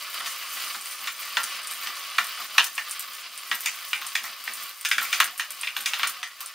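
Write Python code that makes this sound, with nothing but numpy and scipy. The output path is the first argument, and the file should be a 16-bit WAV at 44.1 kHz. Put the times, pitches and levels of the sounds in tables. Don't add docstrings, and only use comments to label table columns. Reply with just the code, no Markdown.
import sys
import numpy as np
from scipy import signal
from scipy.fft import rfft, irfft, next_fast_len
from scipy.io import wavfile
from scipy.ndimage import uniform_filter1d, minimum_filter1d

SR = 44100
rng = np.random.default_rng(int(sys.argv[2]) if len(sys.argv) > 2 else 0)


def makeup_ratio(level_db):
    decades = np.asarray(level_db, float) / 20
    return 10 ** decades


def log_audio(samples):
    frames = np.atleast_2d(samples).T
    limited = np.clip(frames, -1, 1)
    pcm = np.round(limited * 32767).astype(np.int16)
    wavfile.write(sys.argv[1], SR, pcm)


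N = 288414


def rms_one(x):
    return x / np.sqrt(np.mean(x ** 2) + 1e-20)


def at_hz(points, hz):
    table_hz, values = np.transpose(points)
    return np.interp(np.log(hz), np.log(table_hz), values)


def colour(x, points):
    size = next_fast_len(x.shape[-1])
    hz = np.arange(size // 2 + 1) * SR / size + 1
    inside = (hz > points[0][0]) & (hz < points[-1][0])
    spectrum = rfft(x, size) * makeup_ratio(at_hz(points, hz)) * inside
    return irfft(spectrum, size)[..., :x.shape[-1]]


def filtered(x, order, hz, kind):
    return signal.sosfilt(signal.butter(order, hz, kind, fs=SR, output="sos"), x)


def drift(rate_hz):
    knots_per_s = 200
    knots = rng.standard_normal(int(N / SR * knots_per_s) + 400)
    r = np.exp(-2 * np.pi * rate_hz / knots_per_s)
    slow = signal.lfilter([1], [1, -2 * r, r * r], knots)
    slow = rms_one(slow[300:])
    return np.interp(np.arange(N) * knots_per_s / SR, np.arange(len(slow)), slow)


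def ring(clicks, hz, t60):
    r = makeup_ratio(-60 / (t60 * SR))
    w = 2 * np.pi * hz / SR
    return signal.lfilter([0, np.sin(w)], [1, -2 * r * np.cos(w), r * r], clicks + 1e-18)


def dying(clicks, t60):
    return signal.lfilter([1], [1, -makeup_ratio(-60 / (t60 * SR))], clicks + 1e-18)


def grains(per_s, spread_db):
    sizes = makeup_ratio(spread_db * np.minimum(rng.exponential(1, N), 5))
    sizes = sizes * rng.choice([-1, 1], N)
    return rms_one(sizes * (rng.random(N) < per_s / SR))


def strike(times, gains, late_s):
    clicks = np.zeros(N)
    places = ((times + late_s) * SR).astype(int)
    np.add.at(clicks, np.minimum(places, N - 1), gains)
    return clicks


def low_noise(hits):
    floor = makeup_ratio(-88) * rms_one(colour(rng.standard_normal((2, N)), [(10, 0), (170, -2)]))
    return floor * (1 + makeup_ratio(33) * uniform_filter1d(np.abs(hits), size=1500))


# frequency in Hz, t60 in seconds.
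SHOP_DECAY = [(300, 0.24), (1000, 0.22), (2500, 0.14), (6000, 0.13), (14000, 0.066)]
# frequency in Hz, side minus mid in dB, before a common lift of
# 8.5 dB.
ECHO_WIDTH = [(200, -31), (600, -30.5), (1000, -39), (1500, -35.5), (2400, -15), (4800, -10), (8500, -6.5),
              (13000, -15.5)]


def shop_echoes(x):
    first_s, paths = 0.0016, 7
    t = np.arange(int(.4 * SR)) / SR
    white = rng.standard_normal((paths, 2, len(t)))
    echo = 0
    for low in 125 * 2.0 ** np.arange(7):
        t60 = at_hz(SHOP_DECAY, low * np.sqrt(2))
        echo = echo + filtered(white, 2, [low, 2 * low], "band") * makeup_ratio(-60 * t / t60)
    echo = echo * np.clip(t / first_s - 1, 0, 1)
    echo = echo / np.sqrt(np.sum(echo[0, 0] ** 2))
    path = np.arange(N) // 1500 % paths
    size = next_fast_len(N + len(t))
    spectrum = sum(rfft(x * (path == k), size) * rfft(echo[k], size) for k in range(paths))
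    mid, side = filtered(irfft(spectrum, size)[:, :N], 4, 400, "high")
    return mid, makeup_ratio(8.5) * colour(side, ECHO_WIDTH + [(17000, -19)])


# start in seconds, level in dB.
JAW_JOLTS = [(0.17, -62), (0.73, -61), (0.98, -65), (1.36, -61), (1.85, -67), (2.17, -63), (2.37, -64),
             (2.55, -52.5), (3.49, -60), (3.94, -63), (4.2, -60), (4.46, -58), (4.95, -53), (5.19, -53),
             (5.76, -60), (6.0, -54)]
# frequency in Hz, density in dB per Hz.
RUMBLE_SPECTRUM = [(82, -66), (140, -58), (215, 0), (301, -11.5), (353, -1), (415, -13), (672, -5),
                   (722, -35), (800, 7), (1040, -69), (1760, -120)]


def jaw_rumble(push_db):
    s, db = np.transpose(JAW_JOLTS)
    swell = np.hanning(int(2 * 0.025 * SR))
    decay = dying(strike(s, makeup_ratio(db), 0), 0.26)
    jolts = signal.fftconvolve(decay, 2 * swell / swell.sum())[:N]
    idle = makeup_ratio(push_db - 32.5)
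    shake = rms_one(colour(rng.standard_normal(N), RUMBLE_SPECTRUM))
    return (jolts + idle) * makeup_ratio(2.0 * drift(23)) * shake


# start in seconds, length in seconds, frequency in Hz, level in dB.
JAW_GROANS = [
    (5.31, .07, 730, -55),
    (5.47, .06, 600, -60),
    (6.18, .09, 730, -50),
]


def groans():
    t = np.arange(N) / SR
    tones = np.zeros(N)
    for s, length, hz, db in JAW_GROANS:
        swell = np.sin(np.pi * np.clip((t - s) / length, 0, 1))
        tones += makeup_ratio(db) * swell * np.sin(2 * np.pi * hz * t)
    return makeup_ratio(2.5 * drift(25)) * tones


# start in seconds, peak in dB, pin part in dB, low part in dB.
LINK_SNAPS = [(0.8115, -21.5, -20, -21), (0.8567, -17.5, -24, -27), (0.9107, -19, -13, -29),
              (1.4339, -15, -22, 1), (1.6343, -22, -15, -17), (1.672, -13.5, -20, -21),
              (1.712, -15.5, -2, -17), (2.2435, -18.5, -4.5, -5.5), (2.269, -24.5, 1, -5),
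              (2.6236, -21, -12, -6), (2.6428, -14, -4, 3), (2.7524, -21, -9, -17), (2.8955, -19, -3, -23),
              (2.9102, -11.5, -28, -34), (2.9944, -15.5, -1, -26), (3.1343, -24, -6, 0),
              (3.3763, -23.5, -15, -12), (3.5476, -19, 1.5, -30), (3.6063, -21, 1, -23),
              (4.066, -16.5, -19, -22), (4.5367, -14, -11, -31), (4.811, -21, -12, -24),
              (4.8875, -16, -2.2, -7), (5.242, -13, -4, -16), (5.378, -19, -3, -19),
              (5.5055, -18, -2.2, -13), (5.612, -15.5, -23, -18), (5.807, -19, -4, -16),
              (6.0722, -11, -7, -9), (6.46, -18.5, -18, -18)]
# start in seconds, peak in dB.
PIN_CLICKS = [(0.0246, -26), (0.142, -23), (0.1883, -28), (0.3197, -27), (0.537, -25), (1.201, -22),
              (2.4009, -24), (2.7302, -29), (3.4745, -26), (3.6346, -25), (4.0143, -24.5), (4.235, -22),
              (4.377, -31), (4.4398, -24.5), (4.6334, -20.5), (5.011, -20), (5.027, -14.5), (5.9887, -22),
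              (6.094, -20), (1.813, -24), (1.833, -21), (4.6927, -26), (5.7678, -19), (6.4055, -19)]
# levels in dB of the link, pin and low parts.
PIN_CLICK_PARTS = [-6, 0, -14]
# frequency in Hz, level in dB, t60 in seconds,
# part (its whole number: 0 or -3 link, 1 pin, 2 low).
LINK_MODES = [(5060, -26, 0.0054, 2.3), (5900, -30, 0.005, -3), (6570, 1, 0.00094, 2.9),
              (8300, -21.5, 0.0046, 0), (8900, -6, 0.0027, 0.5), (9100, -13, 0.0042, 0.5),
              (9780, -7.5, 0.0022, 0), (11670, -6.5, 0.0031, 1.3), (12900, -8, 0.0039, 1.1),
              (13900, -5.5, 0.0023, 1.1), (14700, -12, 0.0021, 2.8)]


def ticks():
    snaps = [(s, db, 0, pin_db, low_db) for s, db, pin_db, low_db in LINK_SNAPS]
    pins = [(s, db, *PIN_CLICK_PARTS) for s, db in PIN_CLICKS]
    shaken = [(s, -24 + 1.4 * (db + edge_db + 25.5), 1, -1.5, 5) for s, db, _, edge_db in HANDLE_KNOCKS]
    s, peak_db, *parts = np.transpose(snaps + pins + shaken)
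    chance = rng.standard_normal((len(s), len(LINK_MODES), 2))
    buzz = grains(2500, spread_db=4.0)
    out = np.zeros(N)
    for k, (hz, db, t60, part) in enumerate(LINK_MODES):
        gains = makeup_ratio(peak_db + parts[int(part)] + db + 2.0 * chance[:, k, 0])
        snap = strike(s, gains, np.abs(chance[:, k, 1]) * .0005)
        out += ring(snap + buzz * dying(snap, 0.13) * makeup_ratio(-25.0), hz, t60)
    return out


# start in seconds, peak in dB, weight of the wood in dB, iron edge in dB.
HANDLE_KNOCKS = [(0.2057, -27.5, 10.5, -21), (0.7459, -26.5, 3, -15), (1.073, -15, -11, -14.5),
                 (1.3695, -7, -1, -25), (1.872, -21.5, -5.5, -11), (2.1835, -5, -10, -20.5),
                 (2.5807, 2.5, -12, -23.5), (2.7793, -10.5, -14.5, -23), (3.514, -9.5, -14, -25),
                 (3.6592, -11.5, -26, -11), (3.931, -7.5, -24, -24.5), (4.1529, -10, -24, -16),
                 (4.24, -24.5, -3.5, -6.5), (4.4756, -16.5, -14, -27), (4.8497, -10.5, -20, -12),
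                 (4.9134, -5, -20.5, -18), (4.9813, -7.5, -21, -19), (5.0158, -21.5, -2, -19),
                 (5.1288, -6.5, -17.5, -17.5), (5.2018, -1.5, -13, -17), (5.396, -9, -25, -22),
                 (5.6322, -13, -28, -27), (5.672, -15.5, -22, -26), (5.7655, -15.5, -4.5, -15.5),
                 (5.859, -11.5, -30, -10), (5.9348, -10.5, -16, -18.5), (5.9952, -18, -2.5, -23),
                 (6.0315, -4.5, -10, -24), (6.2299, -14, -21.5, -21), (6.407, -29, -2.5, -8)]
# start in seconds, peak in dB, weight of the wood in dB.
HANDLE_TAPS = [(0.261, -22.5, -30), (0.4244, -25, -11), (1.22, -26, -24), (1.276, -31, -8), (2.374, -36, 8),
               (2.3975, -33.5, 6), (2.5474, -34, 5), (2.8759, -35, -14), (2.9572, -33, -13),
               (4.0166, -28, -0.5), (4.046, -29.5, -3), (5.0482, -26, -26)]
KNOCK_CENTRES = [1200, 1750, 2350, 3400, 5600]
# frequency in Hz, level in dB, t60 in seconds.
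HANDLE_MODES = [(725, -17, 0.073), (856, -25, 0.023), (1154, -10.5, 0.09), (1268, -6.5, 0.01),
                (1348, -6.5, 0.05), (1574, -11.5, 0.008), (1661, -11.5, 0.15), (1736, -7, 0.15),
                (1831, -5.5, 0.035), (2043, -14.5, 0.02), (2150, -15.5, 0.18), (2353, -6.5, 0.11),
                (2503, -11.5, 0.051), (2736, -8, 0.01), (2933, -1.5, 0.0077), (3146, -3.5, 0.0047),
                (3504, 1.5, 0.016), (3464, -2.5, 0.037), (4080, -6.5, 0.014), (4570, 0, 0.0064),
                (4980, 0, 0.034), (5640, -1, 0.03), (5980, -0.5, 0.014), (7200, -3, 0.0034),
                (8040, -4, .005), (9700, -10, .004)]


def knocks():
    tap_edge_db = -11.5
    s, peak_db, low_db, edge_db = np.transpose(HANDLE_KNOCKS + [(*tap, tap_edge_db) for tap in HANDLE_TAPS])
    body_db = -2 + 0.25 * low_db
    upper_db = -6 + 0.3 * low_db
    rattle_db = -19 - 0.24 * peak_db - 0.19 * low_db
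    part_levels = [(low, body, -4, upper, edge + 2.5)
                   for low, body, upper, edge in zip(low_db, body_db, upper_db, edge_db)]
    chance = rng.standard_normal((len(s), len(HANDLE_MODES), 2))
    crunch = rng.standard_normal(N)
    chatter = grains(1500, spread_db=1.0)
    out = np.zeros(N)
    for k, (hz, db, t60) in enumerate(HANDLE_MODES):
        parts_db = [np.interp(hz, KNOCK_CENTRES, levels) for levels in part_levels]
        late_s = (1.1 + .45 * chance[:, k, 1]) * 4.0 / hz - .0008
        gains = makeup_ratio(peak_db + parts_db + db + 1.5 * chance[:, k, 0])
        blow = strike(s, gains, late_s)
        rattle = chatter * dying(strike(s, gains * makeup_ratio(rattle_db), 0.0017), 0.19)
        crushing = crunch * dying(blow, 0.025)
        contact = blow * makeup_ratio(-2.5) + crushing * makeup_ratio(-11) + rattle * makeup_ratio(.3)
        damped = ring(contact, hz, 11.0 / hz)
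        free = ring(blow + rattle * makeup_ratio(-18), hz, min(t60, .045)) * makeup_ratio(-16)
        out += (damped + free) * (-1) ** k
    return out


# frequency in Hz, density in dB per Hz.
HISS_SPECTRUM = [(3530, -7), (6000, -1), (8070, -2.5), (9120, 1), (11200, -4.5), (14800, -5), (15600, -0.5),
                 (16100, -18), (16300, -17), (16500, -39)]


def chain(level_db):
    slide = grains(9000, spread_db=2.5) * makeup_ratio(1.5 * drift(10))
    links = ring(grains(70, spread_db=1.8), 9000, .003)
    pins = ring(grains(110, spread_db=2.2) * makeup_ratio(2.5 * drift(5)), 14000, .002)
    mixed = slide + makeup_ratio(-12.5) * rms_one(links) + makeup_ratio(-4.0) * rms_one(pins)
    return makeup_ratio(level_db) * rms_one(colour(mixed, HISS_SPECTRUM))


# frequency in Hz, density in dB per Hz.
GRIND_SPECTRUM = [(290, -88), (500, -20), (725, -19), (883, -14.5), (1130, 0.5), (1600, -7), (2950, 1),
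                  (3630, -4.5), (4690, -2), (5330, -8), (8000, -25.5), (10400, -39), (17600, -120)]
# frequency in Hz, width in Hz, level in dB.
JAW_RESONANCES = [(746, 150, -6.5), (1070, 34, -5), (1795, 13, 4), (1965, 17, 5.5), (2510, 480, 4),
                  (2906, 27, 3), (4020, 21, 3.5), (4610, 38, 1.5), (6200, 34, -29.5)]


def threads(level_db):
    rub = grains(5000, spread_db=3.0) * makeup_ratio(1.4 * drift(30))
    hum = np.zeros(N)
    for k, (hz, width, db) in enumerate(JAW_RESONANCES):
        hum += makeup_ratio(db) * np.sqrt(width) * ring(rub, hz, 2.2 / width) * (-1) ** k
    board = ring(ring(rub, 1159, 0.034), 1159, 0.034)
    broad = rms_one(colour(rub, GRIND_SPECTRUM))
    return makeup_ratio(level_db) * rms_one(broad + makeup_ratio(-10.0) * rms_one(hum) + makeup_ratio(-10) * rms_one(board))


# time in seconds, push on the threads in dB, chain speed level in dB.
CRANKING = [(0.0, -33.5, -40), (0.51, -35, -38), (0.64, -30.5, -33.5), (0.78, -35.5, -37.5),
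            (1.02, -36.5, -38.5), (1.4, -33, -38.5), (2.02, -35, -41.5), (2.46, -34, -40),
            (2.66, -38.5, -41), (3.25, -37.5, -45.5), (3.62, -37.5, -40), (4.68, -38, -42),
            (4.85, -44.5, -42.5), (5.17, -30.5, -36), (5.34, -40, -46), (5.8, -38, -41),
            (6.06, -33.5, -42.5), (6.25, -43, -49)]
# time in seconds, change in dB.
SCREW_SURGES = [(0.16, 2), (0.29, 2.5), (0.41, -1.5), (0.83, -2.5), (1.15, -4), (1.5, 1.5), (1.63, -3),
                (1.85, 2.5), (2.5, -2), (2.72, -2.5), (3.31, -2.5), (4.37, -3), (4.64, 4), (4.76, -3.5),
                (5.35, -3.5), (5.48, -2.5), (5.73, -4), (6.34, -2.5), (6.43, 3)]


def cranking():
    t = np.arange(N) / SR
    s, push_db, speed_db = np.transpose(CRANKING)
    surge_db = sum(db * np.exp(-.5 * ((t - at) / 0.03) ** 2) for at, db in SCREW_SURGES)
    chain_share = 0.81
    return np.interp(t, s, push_db) + surge_db, np.interp(t, s, speed_db) + chain_share * surge_db


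def scene():
    grind_db, hiss_db = cranking()
    steady = makeup_ratio(-3) * filtered(threads(grind_db) + chain(hiss_db), 4, 250, "high")
    blows = knocks() + ticks()
    hits = filtered(blows, 6, 930, "high") + makeup_ratio(-28) * filtered(blows, 2, [350, 800], "band")
    rumble = jaw_rumble(grind_db)
    floor = low_noise(hits)
    echo_mid, echo_side = shop_echoes(makeup_ratio(-9.5) * hits + makeup_ratio(-7.5) * steady)
    mid = echo_mid + steady + hits + rumble + groans() + floor[0]
    bench = filtered(np.roll(hits, 90), 2, [900, 2600], "band")
    side = echo_side + makeup_ratio(-11) * floor[1] + makeup_ratio(-35) * np.roll(rumble, 400) + makeup_ratio(-19.5) * bench
    return np.array([mid + side, mid - side])


def roll_off(x):
    return signal.sosfilt(signal.butter(12, 16970, fs=SR, output="sos"), x)


def record(dry):
    need = np.minimum(1, .93 / (np.abs(dry).max(axis=0) + 1e-9))
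    gain = uniform_filter1d(minimum_filter1d(need, size=129), size=129)
    low_pass = signal.cheby2(16, 30, 15900, fs=SR, output="sos")
    return roll_off(signal.sosfilt(low_pass, dry * gain))


dry = scene()
out = record(dry)
log_audio(out)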